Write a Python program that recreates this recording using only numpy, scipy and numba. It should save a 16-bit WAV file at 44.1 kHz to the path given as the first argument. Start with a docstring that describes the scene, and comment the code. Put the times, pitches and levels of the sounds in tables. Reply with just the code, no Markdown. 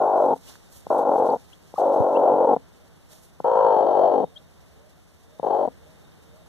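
"""Broody hen growling on a blanket

A hen growls five times, close to a phone, while her wing is lifted off her chicks. Each growl is a
train of soft pulses that ring her throat, their rate swinging up and down about 50 times a second.
Feathers rustle in a quiet room, a chick peeps, something nudges the phone, a bird calls far off.
The phone widens the sound of its two ports."""
import sys
import numpy as np
from scipy import signal
from scipy.fft import rfft, irfft, next_fast_len
from scipy.io import wavfile
from scipy.ndimage import uniform_filter1d
from numba import njit

SR = 44100
rng = np.random.default_rng(int(sys.argv[2]) if len(sys.argv) > 2 else 0)


def persist_wave(psi):
    """Save psi, clipped to +-1, as 16-bit WAV."""
    counts = np.round(np.clip(psi, -1, 1) * 32767).astype(np.int16)
    wavfile.write(sys.argv[1], SR, np.atleast_2d(counts).T)


N = 285768
T = np.arange(N) / SR
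SIZE = next_fast_len(N + 16384)
FREQS = np.arange(SIZE // 2 + 1) * SR / SIZE
EASY_HZ, EASY_ROUGH = 699.5, 0.58  # top pulse rate and roughness of an easy growl


def undb(db):
    """Decibels to gain."""
    return 10 ** (np.asarray(db) / 20)


def curves(rows):
    """Table columns, interpolated over the times in the first."""
    times_s, *columns = np.transpose(rows)
    return [np.interp(T, times_s, column) for column in columns]


def gains(points):
    """Gain of a (Hz, dB) table at every frequency."""
    hz, db = np.transpose(points)
    return undb(np.interp(np.log(FREQS + 1), np.log(hz), db))


def through(x, response):
    """Filter by a frequency response."""
    return irfft(rfft(x, SIZE) * response, SIZE)[..., :N]


def causal(points):
    """Minimum-phase response of a (Hz, dB) table: rings only after it is struck."""
    cepstrum = irfft(np.log(gains(points)), SIZE)
    cepstrum[1:SIZE // 2] *= 2
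    cepstrum[SIZE // 2 + 1:] = 0
    return np.exp(rfft(cepstrum))


def delay(seconds):
    """Response of a plain delay."""
    return np.exp(-2j * np.pi * FREQS * seconds)


def unit(x):
    """Scale to rms 1."""
    return x / np.sqrt(np.mean(x ** 2))


def bell(offset, half_width):
    """Gaussian of height 1."""
    return np.exp(-(offset / half_width) ** 2)


def walk(rate_hz):
    """Smooth random drift, rms 1."""
    step = int(SR / rate_hz)
    knots = rng.standard_normal(N // step + 2)
    drift = np.interp(T * rate_hz, np.arange(len(knots)), knots)
    return unit(uniform_filter1d(drift, step // 2 + 1))


def ports(x, lag_s):
    """A source at the two ports; the right hears it lag_s later."""
    return np.array([x, through(x, delay(lag_s))])


def reverb(x, t60_s):
    """Diffuse tail, different at each port, with the energy of its input."""
    age = T[:SR // 3]
    tail = rng.standard_normal((2, len(age))) * undb(-60 * age / t60_s) * (age > .003)
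    return through(x, rfft(tail / np.sqrt(np.sum(tail ** 2) / 2), SIZE))


def clicks(times_s, sizes):
    """Impulses, each shared between two neighbouring samples."""
    at = np.clip(np.asarray(times_s) * SR, 0, N - 2)
    i = at.astype(int)
    return np.bincount(i, sizes * (1 - at % 1), N) + np.bincount(i + 1, sizes * (at % 1), N)


@njit
def resonance(x, hz, width_hz):
    """Band-pass with a moving centre, gain 1 there."""
    y, band, low = np.empty(len(x)), 0., 0.
    for i in range(len(x)):
        g, k = np.tan(np.pi * hz[i] / SR), width_hz / hz[i]
        v = (band + g * (x[i] + 1e-18 - low)) / (1 + g * (g + k))
        band, low, y[i] = 2 * v - band, low + 2 * g * v, k * v
    return y


def note(start_s, length_s, first_hz, last_hz, turn, db, glide=0.076):
    """Pure note that swells, glides and fades; turn and glide are shares of its length."""
    part = np.clip((T - start_s) / length_s, 0, 1)
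    on = (part > 0) & (part < 1)
    hz = first_hz + (last_hz - first_hz) * (1 + np.tanh((part[on] - turn) / (2 * glide))) / 2
    swell = np.sin(np.pi * part[on]) ** 2
    tone = np.zeros(N)
    tone[on] = np.sqrt(2) * np.sin(2 * np.pi * np.cumsum(hz) / SR) * swell * undb(db)
    return tone


def growling(scoop_s=.06, sag_s=.055, fall_s=.065, attack_s=0.0026, swell_db_per_s=4, wobble_hz=22):
    """Voice controls. With effort (octaves above EASY_HZ) it clears, flutters deeper and rasps."""
    # Each row: start and end in s, level in dB, top pulse rate in Hz, scoop and sag in octaves, sag
    # time in s, closing fall and flutter depth in octaves, beak opening as treble dB, rasp in dB.
    growls = [(0.0, 0.339, -15, 915, 0.15, 0.6, 0.23, 0.43, 1.23, -3.5, -5.5),
              (0.901, 1.347, -16.5, 731.2, 0.048, 0.19, 1.09, 0.56, 1.396, 1.5, -11.5),
              (1.78, 2.546, -15, 660, 0.12, 0.087, 1.83, 0.49, 1.2, -5, 3.5),
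              (3.443, 4.241, -15, 1067, 0.12, .52, 3.75, 1.35, 1.1, -1.5, 11.5),
              (5.428, 5.659, -17, 1040, 0.33, 0.13, 5.65, 0.57, 1.29, -9.5, 9.5)]
    # Surges and lapses of effort. Each row: time in s, half length in s, size in octaves.
    surges = [(0.085, 0.015, .15), (0.158, 0.014, -0.37), (0.188, .01, .25), (0.233, .012, .25),
              (0.271, 0.029, -0.21), (0.937, 0.019, .2), (0.986, 0.025, -.2), (1.02, .012, 0.14),
              (1.092, .02, -0.16), (1.162, 0.016, .3), (1.223, 0.009, 0.41), (1.265, .012, 0.23),
              (1.337, .009, .75), (1.784, 0.013, 0.55), (1.828, 0.026, .42), (1.896, .03, -.1),
              (1.944, 0.011, .25), (1.997, 0.027, -0.2), (2.039, .012, .35), (2.081, 0.011, -.2),
              (2.098, .01, .25), (2.139, 0.03, -.25), (2.204, 0.014, -0.16), (2.225, .012, 0.37),
              (2.282, .014, 0.44), (2.339, .03, -.2), (2.444, .025, 0.32), (3.789, .01, .15),
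              (3.834, .007, .25), (3.85, 0.012, -0.71), (3.882, 0.008, .15), (3.917, .02, -.18),
              (3.951, 0.014, 0.24), (3.993, .02, -.15), (4.075, 0.017, .12), (4.168, .04, -0.18)]
    # The flutter slows as a growl runs out of air. Each row: time in s, beat rate in Hz.
    flutter = [(0, 51), (.15, 49), (.34, 45), (.9, 47.6), (1.1, 47.3), (1.35, 44.5), (1.78, 50.8),
               (1.9, 48.3), (2.2, 47.1), (2.55, 46.8), (3.44, 55.8), (3.64, 53), (3.71, 50), (3.85, 48.2),
               (4.24, 47.9), (5.43, 50), (5.6, 49.3), (5.66, 45.5)]
    first_beats_s = [0.0165, 0.9033, 1.7963, 3.4436, 5.447]  # one per growl
    rows = np.array(growls)
    current = np.searchsorted((rows[1:, 0] + rows[:-1, 1]) / 2, T)
    start, end, db, top_hz, scoop, sag, sag_at, fall, depth, beak_db, rasp_db = rows[current].T
    age = np.clip(T - start, 0, end - start)
    remaining = np.clip(end - T, 0, end - start)
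    sagged = (1 + np.tanh((T - sag_at) / sag_s)) / 2
    push = np.log2(top_hz / EASY_HZ) - scoop * np.exp(-age / scoop_s)
    push = push - sag * sagged - fall * np.exp(-remaining / fall_s)
    effort = push + sum(octaves * bell(T - s, half_s) for s, half_s, octaves in surges)
    effort = effort + 0.032 * walk(wobble_hz)
    strain = np.maximum(effort, 0)
    return dict(
        sounding=(T >= start) & (T < end),
        first_beat_s=np.array(first_beats_s)[current],
        linger_cycles=-.06 + .12 * strain,  # from a beat to the slackest moment
        db=db - 0.5 * np.exp(-age / attack_s) + swell_db_per_s * age + 0.7 * walk(wobble_hz),
        fast_hz=EASY_HZ * 2 ** effort,
        slow_hz=EASY_HZ * 2 ** (effort - depth - 0.24 * effort),
        flutter_hz=curves(flutter)[0],
        rough=EASY_ROUGH * 2 ** (-0.2 * strain),
        beak_db=beak_db + 19 * push,
        rasp_db=rasp_db + 3.5 * effort)


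def pulse_times(rate_hz, beat_clock, lock=.5):
    """One pulse per membrane cycle; each beat draws the nearest pulse toward itself."""
    phase = np.cumsum(rate_hz) / SR
    at_beats = phase[np.flatnonzero(np.diff(np.floor(beat_clock)) == 1)]
    pulls = [0]
    for p in at_beats:
        pulled = p + pulls[-1]
        pulls.append(pulls[-1] + lock * (np.round(pulled) - pulled))
    phase = phase + np.interp(phase, at_beats, pulls[1:])
    return np.interp(np.arange(1, int(phase[-1])), phase, T)


def syrinx(control, lean=.35, jitter=0.1, shimmer=2.38, beat_db=5.5, beat_rasp_db=5, limit_hz=920):
    """Membrane pulses swinging between slow, strong knocks and a fast tone; also their rasp drive."""
    # The voice catches briefly. Each row: time in s, depth in dB.
    catches = [(0.216, -7.5), (1.044, -11.5), (1.173, -18), (1.278, -9), (1.791, -5), (1.953, -10),
               (2.464, -21), (4.222, -9.5), (5.435, -3.5), (5.454, -28), (5.492, -20)]
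    slow_hz, fast_hz, rough = control["slow_hz"], control["fast_hz"], control["rough"]
    clock = np.cumsum(control["flutter_hz"]) / SR
    clock = clock - np.interp(control["first_beat_s"], T, clock) + .04 * rough * walk(50)
    cycles = (clock + .5) % 1 - .5  # from the nearest beat
    # The membranes tighten quickly and slacken more slowly.
    turn = 2 * np.pi * (cycles - control["linger_cycles"])
    tension = (.5 - .5 * np.cos(turn + lean * (1 - np.cos(turn)))) * (1 + .18 * rough * walk(50))
    rate_hz = slow_hz * (fast_hz / slow_hz) ** tension * np.exp(jitter * rough * walk(300))
    times_s = pulse_times(rate_hz, clock)
    i = (times_s * SR).astype(int)
    # Each beat: a lull, then two or three strong pulses.
    lull_db = -1.5 * bell(cycles[i] + 0.19, 0.18) * (rough[i] / EASY_ROUGH) ** 2
    beat = np.exp(-((cycles[i] - 0.043) / .14) ** 4)
    catch_db = sum(db * bell(times_s - s, 0.0041) for s, db in catches)
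    db = control["db"][i] + beat_db * beat + lull_db + catch_db + shimmer * (rough * walk(400))[i]
    # Above limit_hz the membranes barely open.
    opening = (rate_hz / slow_hz) ** -0.067 / np.sqrt(1 + (rate_hz / limit_hz) ** 6)
    sizes = control["sounding"][i] * undb(db) * opening[i]
    return clicks(times_s, sizes), clicks(times_s, sizes * undb(beat_rasp_db * beat))


def hen(voice_db=32, croak_db=35, lower_width_hz=65., upper_width_hz=80., beak_hz=1050, rasp_db=-32):
    """Pulses ring the throat, an open beak brightens it, and each pulse lets out a trace of rasp."""
    # Throat with closed beak, and the rasp after a pulse. Each row: frequency in Hz, gain in dB.
    throat_curve = [(40, -46.5), (100, -16), (160, 2.5), (270, -5.5), (380, -4.5), (520, 0.5), (660, -3.5),
                    (840, -4), (1020, -15.5), (1200, -29.5), (1360, -26), (1510, -33.5), (1640, -40),
                    (2050, -75.5), (5000, -92)]
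    rasp_curve = [(1000, 5), (1800, 3.5), (2400, -15), (2850, 2.5), (3200, 9), (3600, -16), (4000, -9.5),
                  (4400, 3), (5000, -13), (6000, -23.5), (9000, -29), (14000, -27.5)]
    # Two narrow ringing tones waver up and down through each growl.
    # Each row: time in s, lower centre in Hz and strength in dB, upper centre in Hz and strength in dB.
    wavering_peaks = [(.02, 567, -7.5, 817, -5.5), (.08, 660, -11.5, 849, 2), (.14, 606, -1, 769, -0.5),
                      (.2, 634, -1.5, 752, -13.5), (.26, 500, -1.5, 811, -2), (.33, 508, -15.5, 881, 2),
                      (.93, 625, -5.5, 870, -5.5), (1, 491, -6.5, 837, -3.5), (1.07, 493, -3.5, 796, -2.5),
                      (1.13, 457, -5, 774, 0.5), (1.2, 480, -0.5, 768, -1.5), (1.26, 454, -2, 830, -8),
                      (1.33, 449, -6.5, 865, 4.5), (1.82, 574, -1.5, 756, -5), (1.88, 574, -1, 834, -11),
                      (1.96, 502, -7.5, 811, -6.5), (2.02, 501, -2, 784, -8.5), (2.08, 505, -2.5, 830, -5),
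                      (2.14, 497, 0, 887, -3), (2.21, 491, 0, 897, -13), (2.25, 520, 0, 780, -10),
                      (2.28, 632, -6.5, 731, -3), (2.33, 492, -2, 795, -7.5), (2.41, 498, -1, 790, -4.5),
                      (2.47, 474, -0.5, 929, -4), (2.53, 473, -7, 805, -1.5), (3.47, 518, 1, 928, -6.5),
                      (3.56, 511, -4.5, 972, -9), (3.66, 523, -6, 943, -9.5), (3.73, 554, -2.5, 932, -7),
                      (3.8, 624, -7, 814, -3), (3.85, 549, -1, 832, -12), (3.89, 561, -6.5, 803, -6),
                      (3.95, 649, -5, 828, -1), (3.99, 538, -2.5, 737, -13.5), (4.04, 656, 1, 721, -8),
                      (4.09, 580, 0.5, 777, -2.5), (4.14, 479, -1.5, 725, -11), (4.22, 467, 1.5, 798, -4.5),
                      (5.46, 506, -5.5, 833, -6), (5.53, 514, -12, 830, -3), (5.59, 496, -3.5, 823, -5),
                      (5.65, 609, -4, 778, -0.5)]
    lower_hz, lower_db, upper_hz, upper_db = curves(wavering_peaks)
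    lower, upper = undb(lower_db), undb(upper_db)
    control = growling()
    pulses, rasp_drive = syrinx(control)
    pulses = pulses * undb(voice_db)
    slack = croaks() * undb(croak_db)
    throat = causal(throat_curve)
    voice = through(pulses, throat)
    rings = lower * resonance(voice, lower_hz, lower_width_hz)
    rings += upper * resonance(voice, upper_hz, upper_width_hz)
    voice = (voice + rings) / np.sqrt(1 + lower + upper / 2)
    voice += through(slack, throat)  # croaks lack the ringing tones
    treble = undb(control["beak_db"]) * through(voice, 1 - 1 / (1 + (FREQS / beak_hz) ** 10))
    rasp = undb(rasp_db + control["rasp_db"]) * through(rasp_drive, causal(rasp_curve))
    return voice + treble + rasp + chest(pulses + slack) + squeak()


def chest(pulses):
    """Low, slow-dying body resonances under the voice."""
    # Each row: centre in Hz, width in Hz, gain in dB.
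    modes = [(181, 5.4, -21), (268, 14, -10)]
    response = sum(undb(db) * 1j * FREQS * width / (hz ** 2 - FREQS ** 2 + 1j * FREQS * width)
                   for hz, width, db in modes)
    return through(pulses, response)


def hen_at_ports(voice, room_db=-30):
    """Her head moves left; body and wing colour the right port; bedding soaks up most of the echo."""
    # Each row: time in s, lead of the left port in ms, left minus right in dB.
    head = [(2.6, 0.09, 6), (3.45, 0.15, 8.5), (3.8, 0.19, 7)]
    # Path to the right port. Each row: frequency in Hz, gain in dB, phase in radians.
    shade = [(150, 4, -0.0038), (397, 3, -0.088), (520, 4, 0.16), (660, 2.5, .15), (780, 6, -0.43),
             (900, 3, -0.069), (1073, 8, -0.39), (1320, -3.5, -.6), (1450, 6.5, -1.4), (1600, -3.5, -1.7),
             (1900, -2, -1.6), (4000, 1, -.1)]
    lead_ms, left_db = curves(head)
    hz, db, phase = np.transpose(shade)
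    right = np.interp(T - lead_ms / 1000, T, voice) * undb(-left_db)
    right = through(right, gains(np.c_[hz, db]) * np.exp(1j * np.interp(FREQS, hz, phase)))
    return np.array([voice, right]) + undb(room_db) * reverb(voice, t60_s=.28)


def room(waver_db=1, whine_hz=3680, whine_width_hz=100, whine_db=-81.5, whine_waver_db=4.0):
    """Quiet air, its low hum alike at both ports, and a thin whine that comes and goes."""
    # Each row: frequency in Hz, noise density in dB.
    air_spectrum = [(25, -95.5), (50, -76), (85, -70), (120, -80.5), (160, -75), (230, -85.5), (330, -89),
                    (600, -93.5), (1200, -101), (2000, -104), (3600, -108), (5000, -111), (9000, -114),
                    (14000, -116)]
    # Each row: frequency in Hz, side minus mid in dB.
    side_curve = [(30, 1.5), (75, -11), (170, -10), (600, 0)]
    mid, side = through(rng.standard_normal((2, N)), gains(air_spectrum) * np.sqrt(SR / 2))
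    side = through(side, gains(side_curve))
    air = np.array([mid + side, mid - side]) * undb(waver_db * walk(2.334))
    whine_band = 1 / (1 + (2 * (FREQS - whine_hz) / whine_width_hz) ** 2)
    whine = unit(through(rng.standard_normal(N), whine_band))
    return air + undb(whine_db + whine_waver_db * walk(5.4)) * whine


def feathers(rustle_db=2, right_db=5, bright_hz=7000, held_db=-65, resting_db=-68, held_until_s=2.3):
    """Barbs slide over cloth in tiny grains, swell with each wing stroke, then settle."""
    # Each row: frequency in Hz, gain in dB.
    grain_spectrum = [(200, 8.5), (800, 1), (2000, -4), (4000, 1), (6000, 2), (9000, -2), (12000, -2.5),
                      (14500, -8)]
    # Each row: peak time in s, half length in s, level in dB, extra dB above bright_hz.
    strokes = [(0.263, 0.016, -65.5, 5.5), (0.388, 0.022, -65, 7), (0.498, 0.048, -52.5, -0.5),
               (0.761, 0.031, -55.5, 8), (0.968, 0.051, -61.5, 6), (1.193, 0.014, -62.5, 6),
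               (1.276, 0.02, -62, 4), (1.792, 0.025, -55.5, 1.5), (1.963, .04, -61, -3),
               (3.146, 0.037, -56, 3.5), (3.243, 0.027, -63.5, 8.5)]
    friction = rng.standard_normal((2, N)) * undb(walk(820) + 1.7 * walk(77))
    grains = unit(through(friction, gains(grain_spectrum)))
    dull = through(grains, 1 / (1 + (FREQS / bright_hz) ** 6))
    held = (1 - np.tanh((T - held_until_s) / .12)) / 2
    dull_power = bright_power = (undb(held_db) * held) ** 2 + undb(resting_db) ** 2
    for s, half_s, db, bright_db in strokes:
        power = undb(db) ** 2 * bell(T - s, half_s)
        dull_power = dull_power + power
        bright_power = bright_power + power * undb(bright_db) ** 2
    rustle = dull * np.sqrt(dull_power) + (grains - dull) * np.sqrt(bright_power)
    return rustle * undb(rustle_db + np.array([[-right_db], [right_db]]) / 2)


def croaks(rate_hz=239, fade_db_per_s=600):
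    """Slack membranes: a lone pulse leads into a growl, a few fading ones trail it."""
    # Each row: start in s, length in s, relative level in dB.
    bursts = [(0.36, .005, -34.5), (.8676, .002, -26), (1.358, .009, -23), (1.7396, .002, -27.5),
              (2.5635, .005, -16), (3.4022, .002, -23), (5.3967, .002, -22.5), (5.6756, .009, -18)]
    pulses = 0
    for s, length_s, db in bursts:
        age = np.arange(0, length_s, 1 / rate_hz)
        pulses += clicks(s + age, undb(db - fade_db_per_s * age))
    return pulses


def chick(peep_db=-2, room_db=-15):
    """Tiny peeps that scoop upward."""
    # Each row: start and length in s, first and last pitch in Hz, share before the glide, level in dB.
    notes = [(0.472, 0.023, 2850, 2960, 0.5, -54), (1.519, 0.029, 2510, 3350, 0.4, -50),
             (2.143, 0.036, 2690, 3400, 0.75, -41), (4.354, 0.033, 3206, 4400, 0.78, -41.5)]
    peeps = undb(peep_db) * sum(note(*row) for row in notes)
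    return ports(peeps, lag_s=.00006) + undb(room_db) * reverb(peeps, t60_s=0.11)


def nest_knocks():
    """Small knocks in the nest, each a damped sine."""
    # Each row: start in s, pitch in Hz, decay in s, level in dB.
    knocks = [(0.523, 1230, 0.0015, -51), (0.555, 1540, 0.00079, -39), (1.302, 4560, 0.0019, -39)]
    sound = 0
    for s, hz, decay_s, db in knocks:
        age = np.maximum(T - s, 0)
        sound += undb(db) * np.sin(2 * np.pi * hz * age) * np.exp(-age / decay_s)
    return ports(sound, lag_s=.00009)


def squeak():
    """A thin squeak arches into the third growl."""
    # Each row: start and length in s, first and last pitch in Hz, share before the glide, level in dB.
    notes = [(1.754, 0.022, 900, 1230, .3, -44), (1.767, 0.022, 1288, 890, 0.4, -42)]
    return sum(note(*row) for row in notes)


def bump(start_s=2, level_db=-16, first_hz=230, last_hz=65, sink_s=0.0061, peak_s=0.0049):
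    """A nudge on the phone: a soft thud of sinking pitch, mostly at the left port."""
    age = np.maximum(T - start_s, 0)
    hz = last_hz + (first_hz - last_hz) * np.exp(-age / sink_s)
    envelope = age / peak_s * np.exp(1 - age / peak_s)
    thud = np.sin(2 * np.pi * np.cumsum(hz * (age > 0)) / SR) * envelope
    return undb(level_db) * thud * np.array([[1], [-0.18]])


def far_bird(level_db=-1, echo_db=-6, blur=0.27, pitch_spread=0.02):
    """One faint rising call from the right, repeated at varying pitch, blurred by distance."""
    # Each row: start in s, level in dB.
    calls = [(2.74, -70.5), (3.06, -66.5), (4.27, -68), (4.735, -63), (5.23, -64.5), (5.775, -63),
             (6.25, -62.5)]
    # Each row: offset and length in s, first and last pitch in Hz, share before the glide, level in dB.
    notes = [(-.03, 0.17, 458, 481, .5, 0.5), (0, 0.193, 520, 664.6, .36, 2),
             (0.179, 0.17, 743, 780, 0.4, -9.5)]
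    song = 0
    for s, db in calls:
        pitch = 1 + pitch_spread * rng.standard_normal()
        for offset_s, length_s, first_hz, last_hz, turn, note_db in notes:
            song += note(s + offset_s, length_s, first_hz * pitch, last_hz * pitch, turn,
                         db + note_db, glide=0.16)
    echo = reverb(song, t60_s=0.64)
    return undb(level_db) * (ports(song + blur * echo[0], lag_s=-0.00027) + undb(echo_db) * echo)


def scene():
    """All sources at the two ports."""
    return hen_at_ports(hen()) + chick() + far_bird() + feathers() + nest_knocks() + bump() + room()


def record(dry, port_gap_s=0.000404, top_hz=14300):
    """Each channel subtracts the other port, delayed by their spacing: a wider image. The top is cut."""
    # Each row: frequency in Hz, gain of the opposite port in dB.
    crossfeed = [(30, 1.5), (1000, 0.14), (2600, 0.5), (5000, -7), (8000, -12.5), (14000, -21)]
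    wide = dry - through(dry[::-1], gains(crossfeed) * delay(port_gap_s))
    return signal.sosfilt(signal.ellip(10, .2, 70, top_hz, fs=SR, output="sos"), wide)


dry = scene()
out = record(dry)
persist_wave(out)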